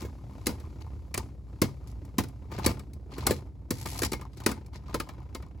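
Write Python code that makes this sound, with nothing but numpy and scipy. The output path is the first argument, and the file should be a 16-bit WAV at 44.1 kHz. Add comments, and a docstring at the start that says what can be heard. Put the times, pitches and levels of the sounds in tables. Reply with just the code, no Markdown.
"""Spinning tops in a plastic bowl

Two toy tops spin in a thin bowl under a clear guard, close to a phone's two microphones in a small room.
Their toothed rims graze and clash; each blow kicks the tips into the floor, which thumps like a drum.
Between blows the wobbling tips rumble and chatter on the plastic, over the low hum of an appliance."""
import sys
import numpy as np
from scipy import signal
from scipy.fft import rfft, irfft, next_fast_len
from scipy.io import wavfile
from scipy.ndimage import uniform_filter1d

SR = 44100
rng = np.random.default_rng(int(sys.argv[2]) if len(sys.argv) > 2 else 0)


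def output_pcm(signal):
    """Save a mono or channel-first signal as 16-bit PCM at the path in sys.argv[1].

    Samples are clipped to [-1, 1] before scaling.
    """
    pcm = np.clip(np.atleast_2d(signal).T, -1, 1) * 32767
    wavfile.write(sys.argv[1], SR, np.round(pcm).astype(np.int16))


N = 246959
T = np.arange(N) / SR
TAIL = T[:SR // 2]  # time axis of one blow or echo


def amp(db):
    """Decibels to gain."""
    return 10 ** (np.asarray(db) / 20)


def unit(x):
    """Scale to a mean energy of one per channel."""
    return x / np.sqrt(np.sum(x ** 2) / len(np.atleast_2d(x)))


def steady(x):
    """Scale to an rms of one."""
    return x / np.sqrt(np.mean(x ** 2))


def spectrum(points, size):
    """Gain of (frequency [Hz], level [dB]) points at the bins of a transform."""
    hz, db = np.transpose(points)
    return amp(np.interp(np.log(np.fft.rfftfreq(size, 1 / SR) + 1), np.log(hz), db))


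def through(x, response):
    """Pass a sound through an impulse response."""
    x = np.atleast_2d(x)
    return signal.fftconvolve(x, response, axes=1)[:, :x.shape[1]]


def colour(x, points):
    """Minimum-phase filter with the given spectrum."""
    size = 4096
    cepstrum = irfft(np.log(spectrum(points, size)))
    cepstrum[1:size // 2] *= 2
    cepstrum[size // 2 + 1:] = 0
    return through(x, irfft(np.exp(rfft(cepstrum)))[None])


def fade(t60):
    """A decay that loses 60 dB in t60 seconds."""
    return np.exp(-np.log(1000) * TAIL / t60)


def noise(spread, size):
    """Stereo noise; spread is the side against the mid, and narrows in the high treble."""
    mid, side = rng.standard_normal((2, size))
    side = signal.sosfilt(signal.butter(4, 6500, fs=SR, output="sos"), side)
    return np.array([mid + spread * side, mid - spread * side])


def ring(modes, ring_db):
    """Response of a body: the push itself, then its decaying modes."""
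    tone = sum((-1) ** k * amp(db) * fade(t60) * np.sin(2 * np.pi * hz * TAIL)
               for k, (hz, db, t60) in enumerate(modes))
    return ((TAIL == 0) + amp(ring_db) * unit(tone))[None]


def add(out, s, sound):
    """Mix a sound in at s seconds."""
    i = max(int(s * SR), 0)
    out[:, i:i + sound.shape[1]] += sound[:, :N - i]


# Room tone at the microphones: (frequency [Hz], level [dB])
AIR_COLOUR = [(25, -30), (55, 14), (120, 7.5), (300, -8.5), (900, -25), (2000, -49.5), (6000, -56),
              (16000, -76)]
def room_tone():
    """The air of the small room and the low hum of an appliance."""
    air = steady(colour(noise(0.45, N), AIR_COLOUR))
    hum = np.sin(2 * np.pi * 59.3 * T)
    return amp(-49) * air + amp(-44) * hum


SPIN_HZ, SLOWING_HZ_PER_S = 35.42, 1.5  # friction slows the tops evenly
def turning(per_turn, sharpness, scatter_db):
    """Pressure of a contact that comes round with the spin, each time with another force."""
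    spin_hz = SPIN_HZ - SLOWING_HZ_PER_S * T
    phase = np.cumsum(spin_hz) * per_turn / SR + rng.random()
    force = amp(scatter_db * np.clip(rng.standard_normal(4096), -2, 2))
    return steady(force[phase.astype(int)] * np.exp(-sharpness * (phase % 1)))


# How hard the tips bear on the bowl as the tops run free: (time [s], level [dB])
FREE_LOAD = [(0.07, -54), (0.2, -64.5), (0.42, -54), (1.08, -65), (1.41, -73), (1.55, -62.5), (2.0, -62),
             (2.47, -63.5), (2.93, -72), (3.07, -67), (3.62, -71), (4.24, -53.5), (4.3, -66), (4.42, -53.5),
             (4.69, -76), (4.82, -59.5), (5.2, -58), (5.56, -63)]
def tip_load():
    """Load on the tips in dB: the greatest of free run, wobble after a clash and leaning in a rub."""
    wobble_db, righting_db_per_s = -45, 122
    loads = [np.interp(T, *np.transpose(FREE_LOAD))]
    for s, click_db, *_ in CLASHES:
        loads.append(np.where(T > s, click_db + wobble_db - righting_db_per_s * (T - s), -np.inf))
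    for start, end, db, treble_db in RUBS:
        final_db = db + 1 - 0.35 * treble_db  # a brighter rub is a lighter one
        lean_db = final_db - RUB_SWELL_DB_PER_S * (end - T)
        loads.append(np.where((T > start) & (T < end), lean_db, -np.inf))
    return uniform_filter1d(np.max(loads, axis=0), size=256)


# Modes of the bowl's floor and wall: (frequency [Hz], level [dB], t60 [s])
FLOOR_MODES = [(74.8, 4.5, 0.2), (91, 0, 0.11), (111, 9, 0.071), (134.3, -2.5, 0.5), (202.5, 1.5, 0.14),
               (216, -5.5, 0.22), (272, 6, 0.11), (310.2, 7, 0.056), (387.3, -18.5, 0.048),
               (457, -17, 0.029), (589, -19.5, 0.3)]
WALL_MODES = [(908, 3, 0.15), (945, -6, 0.23), (1057, 18.5, 0.03), (1211.6, 16.5, 0.054),
              (1471, 0.5, 0.041), (1540, -12, 0.017), (1930, -11.5, 0.091), (2150, 5.5, 0.1),
              (2378, 4.5, .04)]
# Tips running on plastic, heard close up: (frequency [Hz], level [dB])
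RUMBLE_COLOUR = [(30, -25.5), (55, -10.5), (85, 5), (130, -3), (200, -8), (350, -10.5), (600, -19.5),
                 (1200, -31), (4000, -54)]
CHATTER_COLOUR = [(300, -12.5), (600, -5.5), (900, 1), (1200, -6.5), (1700, -11.5), (2400, -11),
                  (3200, -18.5), (6000, -23.5), (14000, -48)]
HISS_COLOUR = [(800, -18), (2000, 7), (3200, 3.5), (4400, 7), (6500, 4), (9000, 3), (12000, 1),
               (16000, -9.5)]
def tips():
    """The worn tips press about once a turn: the floor rumbles, the wall chatters, a hiss follows."""
    load_db = tip_load()
    lost_hz = SLOWING_HZ_PER_S * T
    near_db = 3.5 * np.exp(-((T - 3) / 0.56) ** 2)  # at 3 s a top swings along the near wall
    # The second top spins more slowly, so their beats drift in and out of step.
    press = turning(per_turn=1, sharpness=3.2, scatter_db=2.5)
    press += turning(per_turn=.77, sharpness=2, scatter_db=3) / 2
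    rumble = colour(through(press * noise(0.049, N), ring(FLOOR_MODES, ring_db=-14)), RUMBLE_COLOUR)
    chatter = colour(through(press * noise(0.47, N), ring(WALL_MODES, ring_db=-17)), CHATTER_COLOUR)
    hiss = colour(noise(0.25, N), HISS_COLOUR)
    rumble_db = -18 + .4 * load_db - 0.43 * lost_hz + near_db
    hiss_db = -40 + .5 * load_db - 1.1 * lost_hz
    return amp(rumble_db) * steady(rumble) + amp(load_db - 4) * steady(chatter) + amp(hiss_db) * steady(hiss)


def taps(per_s=32, scatter_db=3.7):
    """Now and then a tip skips or a tooth catches: a tiny clack and tick that follow the tips' load."""
    catches = (rng.random(N) < per_s / SR) * amp(scatter_db * rng.standard_normal(N))
    grains = through(catches, fade(.018)[None]) * noise(.45, N)
    clack = steady(colour(through(grains, ring(WALL_MODES, ring_db=-7.5)), CHATTER_COLOUR))
    tick = steady(colour(through(grains, ring(TOP_MODES, ring_db=-16)), HISS_COLOUR))
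    return amp(tip_load() - 4.8) * (clack + amp(-13) * tick)


RUB_SWELL_DB_PER_S = 30.5
# Modes of the tops: (frequency [Hz], level [dB], t60 [s])
TOP_MODES = [(4090, 3, 0.068), (4030, 3, 0.12), (4580, 9, 0.076), (4784, 9, 0.1), (6100, -9.5, 0.046),
             (6860, -20, .04), (7700, -3, 0.044), (10100, -0.5, .012)]
# Rims leaning together: (start [s], end [s], final level [dB], treble gain [dB])
RUBS = [(0, 0.023, -47, 2.5), (0.459, 0.472, -41, 2), (0.805, 0.826, -57.5, -6), (1.87, 1.925, -58, 5.5),
        (2.508, 2.72, -47, -11.5), (2.643, 2.658, -35, -4), (3.103, 3.275, -50.5, -12),
        (3.31, 3.40, -55.5, 0.5), (3.717, 4.082, -42, 6.5), (4.03, 4.071, -37.5, 3.5),
        (4.313, 4.464, -59.5, -2), (4.728, 4.787, -55.5, -7.5), (4.86, 4.98, -52.5, -11.5)]
def rim_rubs():
    """Leaning together, the rims rasp tooth on tooth, louder as they close in."""
    out = np.zeros((2, N))
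    teeth = turning(per_turn=2.3, sharpness=1.5, scatter_db=4.5)
    grit = np.exp(np.repeat(rng.normal(0, .35, N // 50 + 1), 50)[:N])
    scrape = teeth * grit * noise(0.79, N)
    rasp = steady(colour(through(scrape, ring(TOP_MODES, ring_db=-20.5)), HISS_COLOUR))
    for start, end, db, treble_db in RUBS:
        first, size = int(start * SR), int((end - start) * SR)
        remaining_s = T[:size][::-1]
        swell = amp(db - RUB_SWELL_DB_PER_S * remaining_s) * signal.windows.tukey(size, .2)
        touch = rasp[:, first:first + size] * swell
        add(out, start, colour(touch, [(4000, 0), (11000, treble_db)]))
    return out


def burst(rise, t60, spread, grit):
    """A brief skid of contacts and their first reflections in the bowl; rise and t60 in seconds."""
    teeth = np.repeat(np.exp(grit * rng.standard_normal(len(TAIL) // 20)), 22)[:len(TAIL)]
    return noise(spread, len(TAIL)) * teeth * fade(t60) * (1 - np.exp(-TAIL / rise))


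def bounced(x, lag, share):
    """The rims part and touch again about lag seconds later, which ribs the spectrum."""
    shift = max(int(lag * SR * rng.uniform(.7, 1.3)), 1)
    delayed = np.pad(x, ((0, 0), (shift, 0)))[:, :-shift]
    return x + share * rng.choice([-1, 1]) * delayed


def struck(modes):
    """Each blow lands on another spot, so it favours other modes and shifts them a little."""
    return [(hz * rng.normal(1, .008), db + rng.normal(0, 4), t60) for hz, db, t60 in modes]


# Rim against rim, and at the very start a top landing twice: (time [s], rim click [dB], wall clack [dB], floor
# thump [dB], thump pitch [Hz])
CLASHES = [(0.021, -30, -20.5, -7, 260), (0.048, -35, -25.5, -10, 414), (0.4672, 1.5, -8.5, 1.5, 285),
           (0.599, -31, -25.5, -24, 202), (1.1417, -6, -8.5, -19, 555), (1.1759, -4, -9, -7, 323),
           (1.6165, 1, -0.5, 10, 290), (2.0504, -33, -40, -30, 200), (2.1825, -2.5, -0.5, 7.5, 260),
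           (2.236, -19.5, -22, -14, 280), (2.284, -30, -36, -30, 281), (2.5146, -30.5, -17.5, -14.5, 262),
           (2.5845, -24, -16.5, -8.5, 371), (2.6616, 5, -.5, 8.5, 277), (2.7936, -22, -24, -30.5, 284),
           (2.933, -28.5, -50.5, -24, 235), (3.1808, -20, -17.5, -8, 344), (3.267, 5.5, .5, 0.5, 280),
           (3.3072, -4.5, -8, 6.5, 413), (3.7058, -3.5, -10, 3, 262), (3.857, -12.5, -13.5, -9.5, 290),
           (4.0187, -4, -8, -1.5, 381), (4.0317, -3.5, -5.5, -0.5, 276), (4.118, -10, -12, -4, 296),
           (4.1312, -7.5, -8, -4, 272), (4.2114, -26, -21, -18.5, 260), (4.371, -28.5, -36, -26.5, 320),
           (4.4005, -24.5, -24, -20, 273), (4.4618, 4.5, 0, 7, 311), (4.5145, -13.5, -11.5, -15, 280),
           (4.662, -31, -55.5, -34, 336), (4.9427, -8, -2, -1, 300), (4.9992, -9.5, -6.5, -5.5, 300),
           (5.0885, -24.5, -17, -23, 260), (5.3482, -16, -13.5, -9.5, 295), (5.4231, -35, -24, -36.5, 290)]
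# The click of the rims, close to the phone: (frequency [Hz], level [dB])
CLICK_COLOUR = [(500, -37.5), (1800, 2.5), (2400, 4.5), (3200, -9), (4200, 3.5), (7000, 2), (9000, 6.5),
                (11700, 0), (15000, 0), (17000, -19.5)]
def rim_clicks():
    """The hard rims meet with a crack and a skid, and the tops ring briefly."""
    out = np.zeros((2, N))
    for s, db, *_ in CLASHES:
        contact = burst(rise=0.0013, t60=.02, spread=0.29, grit=0.3)
        crack = unit(bounced(contact, lag=.002, share=.7))
        skid = amp(-9.5) * unit(burst(rise=0.00067, t60=0.076, spread=.4, grit=.25))
        tops = ring(struck(TOP_MODES), ring_db=-19.5)
        click = through(colour(crack + skid, CLICK_COLOUR), tops)
        add(out, s - .0003, amp(db) * unit(click))
    return out


def floor_dip(hz, delay_cycles=1.455, width_cycles=0.7):
    """The thin floor dips under the tip and springs back; a stiffer spot is quicker and higher."""
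    cycles = TAIL * hz - delay_cycles
    return -np.cos(2 * np.pi * cycles) * np.exp(-(cycles / width_cycles) ** 2)


# The wall's clack and the floor's shudder, close to the phone: (frequency [Hz], level [dB])
CLACK_COLOUR = [(250, -3), (500, 2.5), (720, -4.5), (1200, -10.5), (1600, -3.5), (2400, -8), (3200, -12),
                (5000, -14), (9000, -28), (16000, -45.5)]
SHUDDER_COLOUR = [(40, -27.5), (90, 10.5), (170, 2.5), (280, -1), (370, -2.5), (500, 3), (750, -31),
                  (2000, -20.5)]
def bowl_knocks(clack_ratio=4.2):
    """At each clash or landing the wall clacks at a pitch set by the spot, then the floor thumps."""
    out = np.zeros((2, N))
    blows = [(s, *bowl) for s, _, *bowl in CLASHES] + list(landings())
    for s, clack_db, thump_db, thump_hz in blows:
        wall = ring(struck(WALL_MODES), ring_db=-8)
        contact = bounced(burst(rise=0.0026, t60=0.059, spread=0.45, grit=0.31), lag=0.002036, share=0.55)
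        clack = through(colour(contact, CLACK_COLOUR), wall)
        spot_mode = fade(0.016) * np.sin(2 * np.pi * clack_ratio * thump_hz * TAIL)
        spot = through(burst(rise=0.0027, t60=0.031, spread=0.25, grit=0.13), spot_mode[None])
        add(out, s + 0.00073, amp(clack_db) * (unit(clack) + amp(-5) * unit(spot)))
        floor = ring(struck(FLOOR_MODES), ring_db=-23.5)
        shudder = colour(burst(rise=.006, t60=.08, spread=.4, grit=.2), SHUDDER_COLOUR)
        push = unit(floor_dip(thump_hz)) + amp(-6) * unit(shudder)
        add(out, s, amp(thump_db) * unit(through(push, floor)))
    return out


def landings(lift_db=-3, thump_hz=230):
    """A clash above lift_db throws a top up; it lands twice, the second hop shorter and weaker."""
    for s, click_db, *_ in CLASHES:
        if click_db > lift_db:
            hop_s = .015 + .0014 * (click_db - lift_db)
            thump_db = click_db - 6.5
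            for _ in range(2):
                s += hop_s
                clack_db = thump_db - 8
                yield s, clack_db, thump_db, thump_hz
                hop_s, thump_db = .6 * hop_s, thump_db - 6


def room(x, wet_db, t60, spread):
    """The small room answers a few milliseconds late, well below the close sound of the bowl."""
    echoes = noise(spread, len(TAIL)) * fade(t60) * (1 - np.exp(-TAIL / 0.005))
    echoes = colour(unit(echoes), [(80, -24.5), (300, -1.5), (1000, -10.5), (5000, -2.5), (15000, -9.5)])
    return x + amp(wet_db) * through(x, echoes)


def scene():
    """Tops and bowl at close range, with the room around them."""
    bowl = rim_clicks() + bowl_knocks() + tips() + taps() + rim_rubs()
    return room(bowl, wet_db=-11.5, t60=0.23, spread=0.51) + room_tone()


# Phase between the phone's two microphone ports: (frequency [Hz], lead of the left [rad])
PORT_PHASE = [(0, 0), (1400, .5), (3500, .4), (7100, 0), (9050, -3.14), (11200, -6.2), (13200, -9.42),
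              (15000, -12.4), (17000, -12.7)]
# Balance between the ports: (frequency [Hz], left minus right [dB])
PORT_BALANCE = [(200, -0.5), (380, -0.5), (700, 6), (1300, 1.5), (4400, 5), (8100, -0.4), (15000, 0.5)]
def record(dry):
    """The phone by the bowl: its ports differ in level and phase, and it cuts steeply above 16 kHz."""
    size = next_fast_len(N + SR // 2)
    lead = np.interp(np.fft.rfftfreq(size, 1 / SR), *np.transpose(PORT_PHASE))
    lean = np.sqrt(spectrum(PORT_BALANCE, size))
    response = np.array([lean * np.exp(1j * lead), 1 / lean])
    ports = irfft(rfft(dry, size) * response, size)[:, :N]
    return signal.sosfilt(signal.ellip(8, .2, 70, 16000, fs=SR, output="sos"), ports)


dry = scene()
out = record(dry)
output_pcm(out)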